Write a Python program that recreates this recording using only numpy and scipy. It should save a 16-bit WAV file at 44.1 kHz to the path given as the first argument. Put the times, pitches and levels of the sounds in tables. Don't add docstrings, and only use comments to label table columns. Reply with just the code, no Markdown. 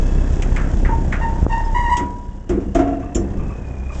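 import sys
import numpy as np
from scipy import signal
from scipy.fft import rfft, irfft
from scipy.io import wavfile

SR = 44100
rng = np.random.default_rng(int(sys.argv[2]) if len(sys.argv) > 2 else 0)


def master_out(mix):
    frames = np.transpose(np.atleast_2d(mix))
    ceiling = np.clip(frames, -1, 1)
    pcm = np.round(ceiling * 32767).astype(np.int16)
    wavfile.write(sys.argv[1], SR, pcm)


N = 176400
T = np.arange(N) / SR

# freq_hz, gain_db
SNAP_COLOUR = [(1500, -11.5), (3200, 5.5), (4200, -11.5), (6000, 1.5), (7500, 2), (9000, -15.5)]


def amp(db):
    return 10 ** (np.asarray(db) / 20)


def unit(x):
    return x / np.sqrt(np.mean(x ** 2) + 1e-20)


def read(points, hz):
    f, value = np.transpose(points)
    return np.interp(np.log(hz + 1), np.log(f + 1), value)


def curves(table):
    s, *columns = np.transpose(table)
    return [np.interp(T, s, c) for c in columns]


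def add(mix, s, sound):
    part = mix[round(s * SR):][:len(sound)]
    part += sound[:len(part)]


def noise(spectrum):
    hz = np.fft.rfftfreq(N, 1 / SR)
    return unit(irfft(rfft(rng.standard_normal(N)) * amp(read(spectrum, hz)) * (hz < SR / 4), N))


def wander(rate_hz, size=N):
    hz = np.fft.rfftfreq(size, 1 / SR)
    return unit(irfft(rfft(rng.standard_normal(size)) * np.exp(-(hz / rate_hz) ** 2), size))


def decay(t, t60):
    return np.exp(-np.log(1000) * t / t60)


def burst(spectrum, t60s, rise_s):
    hz, t, bands = signal.stft(noise(spectrum)[:SR], SR, nperseg=256)
    tail = signal.istft(bands * decay(t, read(t60s, hz)[:, None]), SR, nperseg=256)[1][:SR]
    return tail * np.minimum(T[:SR] / rise_s, 1)


def puff(spectrum, t60, rise_s):
    return noise(spectrum)[:SR] * decay(T[:SR], t60) * np.minimum(T[:SR] / rise_s, 1)


def ring(modes, rise_s, rough=0, chatter_db=0, shake_hz=110):
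    out, t = np.zeros(SR), T[:SR]
    shake = lambda: wander(rate_hz=shake_hz, size=SR) if rough else 0
    for hz, db, t60 in modes:
        level = amp(db + chatter_db * shake()) * decay(t, t60)
        out += level * np.sin(2 * np.pi * (hz * t + rng.random()) + rough * shake())
    return np.minimum(t / rise_s, 1) * out


def low_thumps():
    # start_s, level_db, width_s
    pushes = [(1.428, 2.5, 0.0036), (1.465, 0.5, 0.00064), (3.378, -7.5, 0.0066)]
    cutoff_hz = 1400
    out = np.zeros(N)
    for start, db, width in pushes:
        age = T[:SR] / width
        add(out, start, amp(db) * np.e * age * (1 - age / 2) * np.exp(-age))
    return signal.lfilter(*signal.butter(6, cutoff_hz, fs=SR), out)


def engine_throb(phase):
    # time_s, fundamental_db, overtones_db
    levels = [(0, -16, -26), (.8, -17, -21), (1.2, -23.5, -26), (1.75, -18, -25), (1.92, -25.5, -26.5),
              (2.02, -34.5, -43.5), (2.45, -31.5, -36), (3.1, -42.5, -45), (3.7, -33, -25)]
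    # multiple, gain_db
    orders = [(2, -1), (3, -17), (4, -15.5), (6, -19.5)]
    low_db, over_db = curves(levels)
    overtones = sum(amp(db + 2 * wander(rate_hz=12)) * np.sin(k * phase) for k, db in orders)
    fundamental = amp(low_db + wander(rate_hz=13)) * np.sin(phase)
    return -np.sqrt(2) * (fundamental + amp(over_db) * overtones)


def engine_whine():
    # time_s, pitch_hz, level_db
    glide = [(2.45, 2930, -68.5), (3.05, 2660, -56.5), (3.3, 2666, -62), (3.5, 2565, -52),
             (3.75, 2434, -53), (3.92, 2470, -46.5), (4, 2450, -55)]
    # pitch_hz, opening_db
    whistles = [(1660, -48.5), (2620, -51.5), (3350, -56)]
    fade_db_per_s = 10.5
    out = np.zeros(N)
    for hz, db in [curves(glide)] + [(hz, db - fade_db_per_s * T) for hz, db in whistles]:
        level = amp(db + 2 * wander(rate_hz=20))
        pitch_hz = hz * (1 + 0.0169 * wander(rate_hz=200))
        out += level * np.sin(2 * np.pi * np.cumsum(pitch_hz) / SR)
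    return out


def engine():
    # time_s, rumble_db, clatter_db, hiss_db
    levels = [(0, -20, -38, -49), (.7, -20.5, -37.5, -48.5), (.9, -18, -42, -51), (1.2, -22, -36.5, -52.5),
              (1.6, -25, -40, -51), (1.9, -26, -40.5, -53), (2.1, -33, -47, -58.5),
              (2.45, -33.5, -52, -64.5), (2.7, -29, -49.5, -60), (3.1, -31, -44, -62),
              (3.4, -22.5, -42, -58.5), (3.9, -31.5, -45, -60), (3.95, -29.5, -39.5, -47)]
    # freq_hz, gain_db
    rumble_colour = [(8, -6), (45, 8.5), (100, 2.5), (200, -4.5), (340, -8.5), (500, -16), (800, -26.5),
                     (2000, -71.5)]
    clatter_colour = [(200, -33.5), (550, 7), (900, 1.5), (1300, -6), (1750, -4.5), (2300, -14.5),
                      (3300, -21), (4200, -41.5), (8000, -47)]
    hiss_colour = [(1500, -16.5), (3300, 0), (4200, -8), (5300, -1.5), (7200, 0.5), (8200, -9), (9000, -32)]
    firing_hz = 32.33
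    rumble_pulse, clatter_pulse, hiss_flicker = 0.28, 0.2056, 0.284
    dip_s, dip_half_s, dip_db = 1.472, 0.021, -6.5
    phase = 2 * np.pi * np.cumsum(firing_hz * (1 + 0.00346 * wander(rate_hz=2.1))) / SR
    throb = engine_throb(phase)
    beat = np.cos(phase) + .5 * np.cos(2 * phase)
    rumble_db, clatter_db, hiss_db = curves(levels)
    rumble = amp(rumble_db) * unit(noise(rumble_colour) * np.exp(rumble_pulse * beat))
    clatter = amp(clatter_db) * unit(noise(clatter_colour) * np.exp(clatter_pulse * beat))
    hiss = amp(hiss_db) * unit(noise(hiss_colour) * np.exp(hiss_flicker * wander(rate_hz=220)))
    whine = (1 + 0.74 * np.cos(phase)) * engine_whine()
    dip = amp(dip_db * np.exp(-((T - dip_s) / dip_half_s) ** 2))
    return throb + rumble + dip * (clatter + hiss + whine)


def slat_rattles():
    # start_s, level_db
    hits = [(3.019, -40), (3.386, -37.5), (3.496, -38.5), (3.89, -36.5)]
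    # freq_hz, gain_db
    colour = [(400, -6), (800, -12), (1180, 15.5), (1500, -18), (2500, -2), (4200, -47)]
    out = np.zeros(N)
    for start, db in hits:
        add(out, start, amp(db) * puff(colour, t60=0.29, rise_s=0.014))
    return out


def joint_cracks():
    # start_s, crack_db, centre_hz, snap_db, crack_t60_s, tail_db
    slips = [(0.421, -26.5, 2370, -33, 0.066, -37.5), (0.562, -25.5, 2130, -38.5, 0.1, -26.5),
             (0.848, -29.5, 1900, -55, 0.14, -29), (1.123, -22, 1830, -40, 0.18, -26.5)]
    # freq_hz, gain_db
    tail_colour = [(500, -20.5), (1000, -1.5), (1500, 2), (2100, -5.5), (3000, -19.5), (4500, -43.5)]
    half_width_oct = 0.19
    out, hz = np.zeros(N), np.geomspace(200, 9000, 40)
    for start, db, centre_hz, snap_db, t60, tail_db in slips:
        hump_db = -20 * np.log10(1 + (np.log2(hz / centre_hz) / half_width_oct) ** 2)
        add(out, start, amp(db) * puff(np.c_[hz, hump_db], t60, rise_s=0.002))
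        add(out, start, amp(tail_db) * puff(tail_colour, t60=0.42, rise_s=0.0075))
        add(out, start, amp(snap_db) * puff(SNAP_COLOUR, t60=0.097, rise_s=0.00093))
    return out


def steel_clinks():
    # start_s, ring_db, snap_db
    hits = [(1.968, -51, -27), (2.491, -60, -38.5), (2.747, -49, -32), (3.147, -28, -32.5)]
    # pitch_hz, gain_db, t60_s
    steel = [(5518, -5, 0.15), (5922, -4, 0.13), (6336, -8, 0.18), (6826, 0, 0.12), (7230, 1, 0.16)]
    out = np.zeros(N)
    for start, ring_db, snap_db in hits:
        add(out, start, amp(ring_db) * ring(steel, rise_s=0.0049, rough=1.3, chatter_db=3.5))
        add(out, start, amp(snap_db) * puff(SNAP_COLOUR, t60=0.12, rise_s=0.0023))
    return out


def tire_squeals():
    # start_s, length_s, pitch_hz, first_db, last_db, overtones_db
    slips = [(0.886, 0.04, 916, -22, -22.5, -21), (1.209, 0.083, 913.6, -22.5, -29, -8.5),
             (1.353, 0.024, 923, -26, -31.5, -21.5), (1.495, 0.032, 921, -20.5, -17.5, -9.5),
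             (1.557, 0.055, 922, -25, -24, -10.5), (1.639, 0.12, 905, -31, -32.5, -14),
             (1.744, 0.065, 967, -18.5, -20, -9), (1.827, 0.042, 952.3, -26.5, -20.5, -6.5),
             (1.889, 0.074, 970, -14.5, -17, -12)]
    # multiple, gain_db
    timbre = [(2, -3.5), (3, -18.5), (4, -29), (8, -30.5)]
    # pitch_hz, level_db, t60_s
    squeak = (5192.5, -38, 0.083)
    rise_s, fall_s, flutter_db, rasp = 0.01, 0.031, 2.5, 0.22
    arch, jitter = 0.007, 0.014
    brighten = 0.18
    final_start, _, _, _, final_db, _ = slips[-1]
    rubber, metal, t = np.zeros(N), np.zeros(N), T[:SR]
    for start, length, hz, first_db, last_db, over_db in slips:
        released_s = np.maximum(t - length, 0)
        grip = np.exp(-released_s / fall_s)
        strength_db = np.interp(t, [0, length], [first_db, last_db])
        level = amp(strength_db + flutter_db * np.tanh(wander(rate_hz=40)[:SR]))
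        level *= np.minimum(t / rise_s, 1) * grip * (1 + rasp * wander(rate_hz=140)[:SR])
        bend = arch * (2 * np.sin(np.pi * np.sqrt(np.minimum(t / length, 1))) - 1)
        pitch_hz = hz * (1 + grip * (bend + jitter * wander(rate_hz=157)[:SR]))
        phase = 2 * np.pi * np.cumsum(pitch_hz) / SR
        tilt_db = brighten * (strength_db - final_db)
        overtones = np.zeros(SR)
        for k in range(2, 9):
            flicker_db = 3.4 * wander(rate_hz=170)[:SR]
            overtones += amp(read(timbre, k) + (k - 1.5) * tilt_db + flicker_db) * np.sin(k * phase)
        add(rubber, start, np.sqrt(2) * level * (np.sin(phase) + amp(over_db) * overtones))
        if start == final_start:
            ring_level = amp(last_db - 1.5 + wander(rate_hz=77)[:SR]) * (1 - grip)
            add(metal, start, ring_level * decay(released_s, t60=0.83) * np.sin(phase))
    deck_echo = rng.standard_normal(SR) * decay(t, t60=.14)
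    smear = signal.fftconvolve(rubber, deck_echo / np.linalg.norm(deck_echo))[:N]
    add(metal, s=1.646, sound=ring([squeak], rise_s=0.0063))
    return rubber + metal + amp(-1.5) * smear


def deck_knocks():
    # start_s, ring_db, place (0 edge to 1 middle), body_db, rattle_db
    hits = [(1.972, -28.5, 0.07, -27, -33.5), (1.999, -25.5, 0.31, -22.5, -35),
            (2.493, -14.5, 0.092, -15, -31), (2.572, -22, 0, -25.5, -48), (2.6, -37, 0.37, -28.5, -42),
            (2.749, -15.5, 0.9, -15, -25), (2.787, -20, 1, -24, -26.5), (2.872, -26, 0.99, -29, -36.5),
            (2.922, -28, 0.97, -24.5, -42), (2.996, -31, 0.83, -31.5, -42.5),
            (3.152, -17, 0.14, -15.5, -37)]
    # pitch_hz, edge_db, middle_db, t60_s
    deck = [(196.4, -3.5, -22.5, 1.43), (278.2, -9, 2.5, 0.72), (326.5, -5.5, -22, 0.46),
            (348.8, 3, 1, 0.22), (384.3, -3, -19, 0.13), (463, -15, -10.5, 0.66), (653, -20, 0, 0.35),
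            (685, -30.5, 1.5, 0.44), (711, -32.5, -3.5, 0.88), (1345, -35, -12.5, 0.2)]
    # freq_hz, gain_db
    body_colour = [(20, -20), (45, 10), (90, 4), (150, -10), (300, 1.5), (450, -8.5), (1000, -34),
                   (2500, -55)]
    rattle_colour = [(200, 3.5), (1350, 3), (1900, -1.5), (3400, -14), (4300, -25.5), (5500, -15),
                     (7400, -13), (9000, -54)]
    # freq_hz, t60_s
    rattle_decay = [(500, 0.69), (1400, 0.37), (3000, 0.34), (7000, 0.17)]
    out = np.zeros(N)
    for start, ring_db, place, body_db, rattle_db in hits:
        modes = [(hz, edge + place * (middle - edge), t60) for hz, edge, middle, t60 in deck]
        clank = ring(modes, rise_s=0.0063, rough=0.38, chatter_db=1.6, shake_hz=30)
        add(out, start, amp(ring_db) * clank)
        add(out, start, amp(body_db) * puff(body_colour, t60=0.74, rise_s=0.013))
        add(out, start, amp(rattle_db) * burst(rattle_colour, rattle_decay, rise_s=0.0041))
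    return out


def scene():
    truck = engine() + tire_squeals()
    ramp = deck_knocks() + slat_rattles() + joint_cracks() + steel_clinks()
    return (low_thumps() + truck + ramp)[None]


def record(dry):
    cutoff_hz = 8800
    lowpass = signal.firwin(255, cutoff_hz, window=("kaiser", 9), fs=SR)
    return signal.oaconvolve(dry, lowpass[None], "same")


dry = scene()
out = record(dry)
master_out(out)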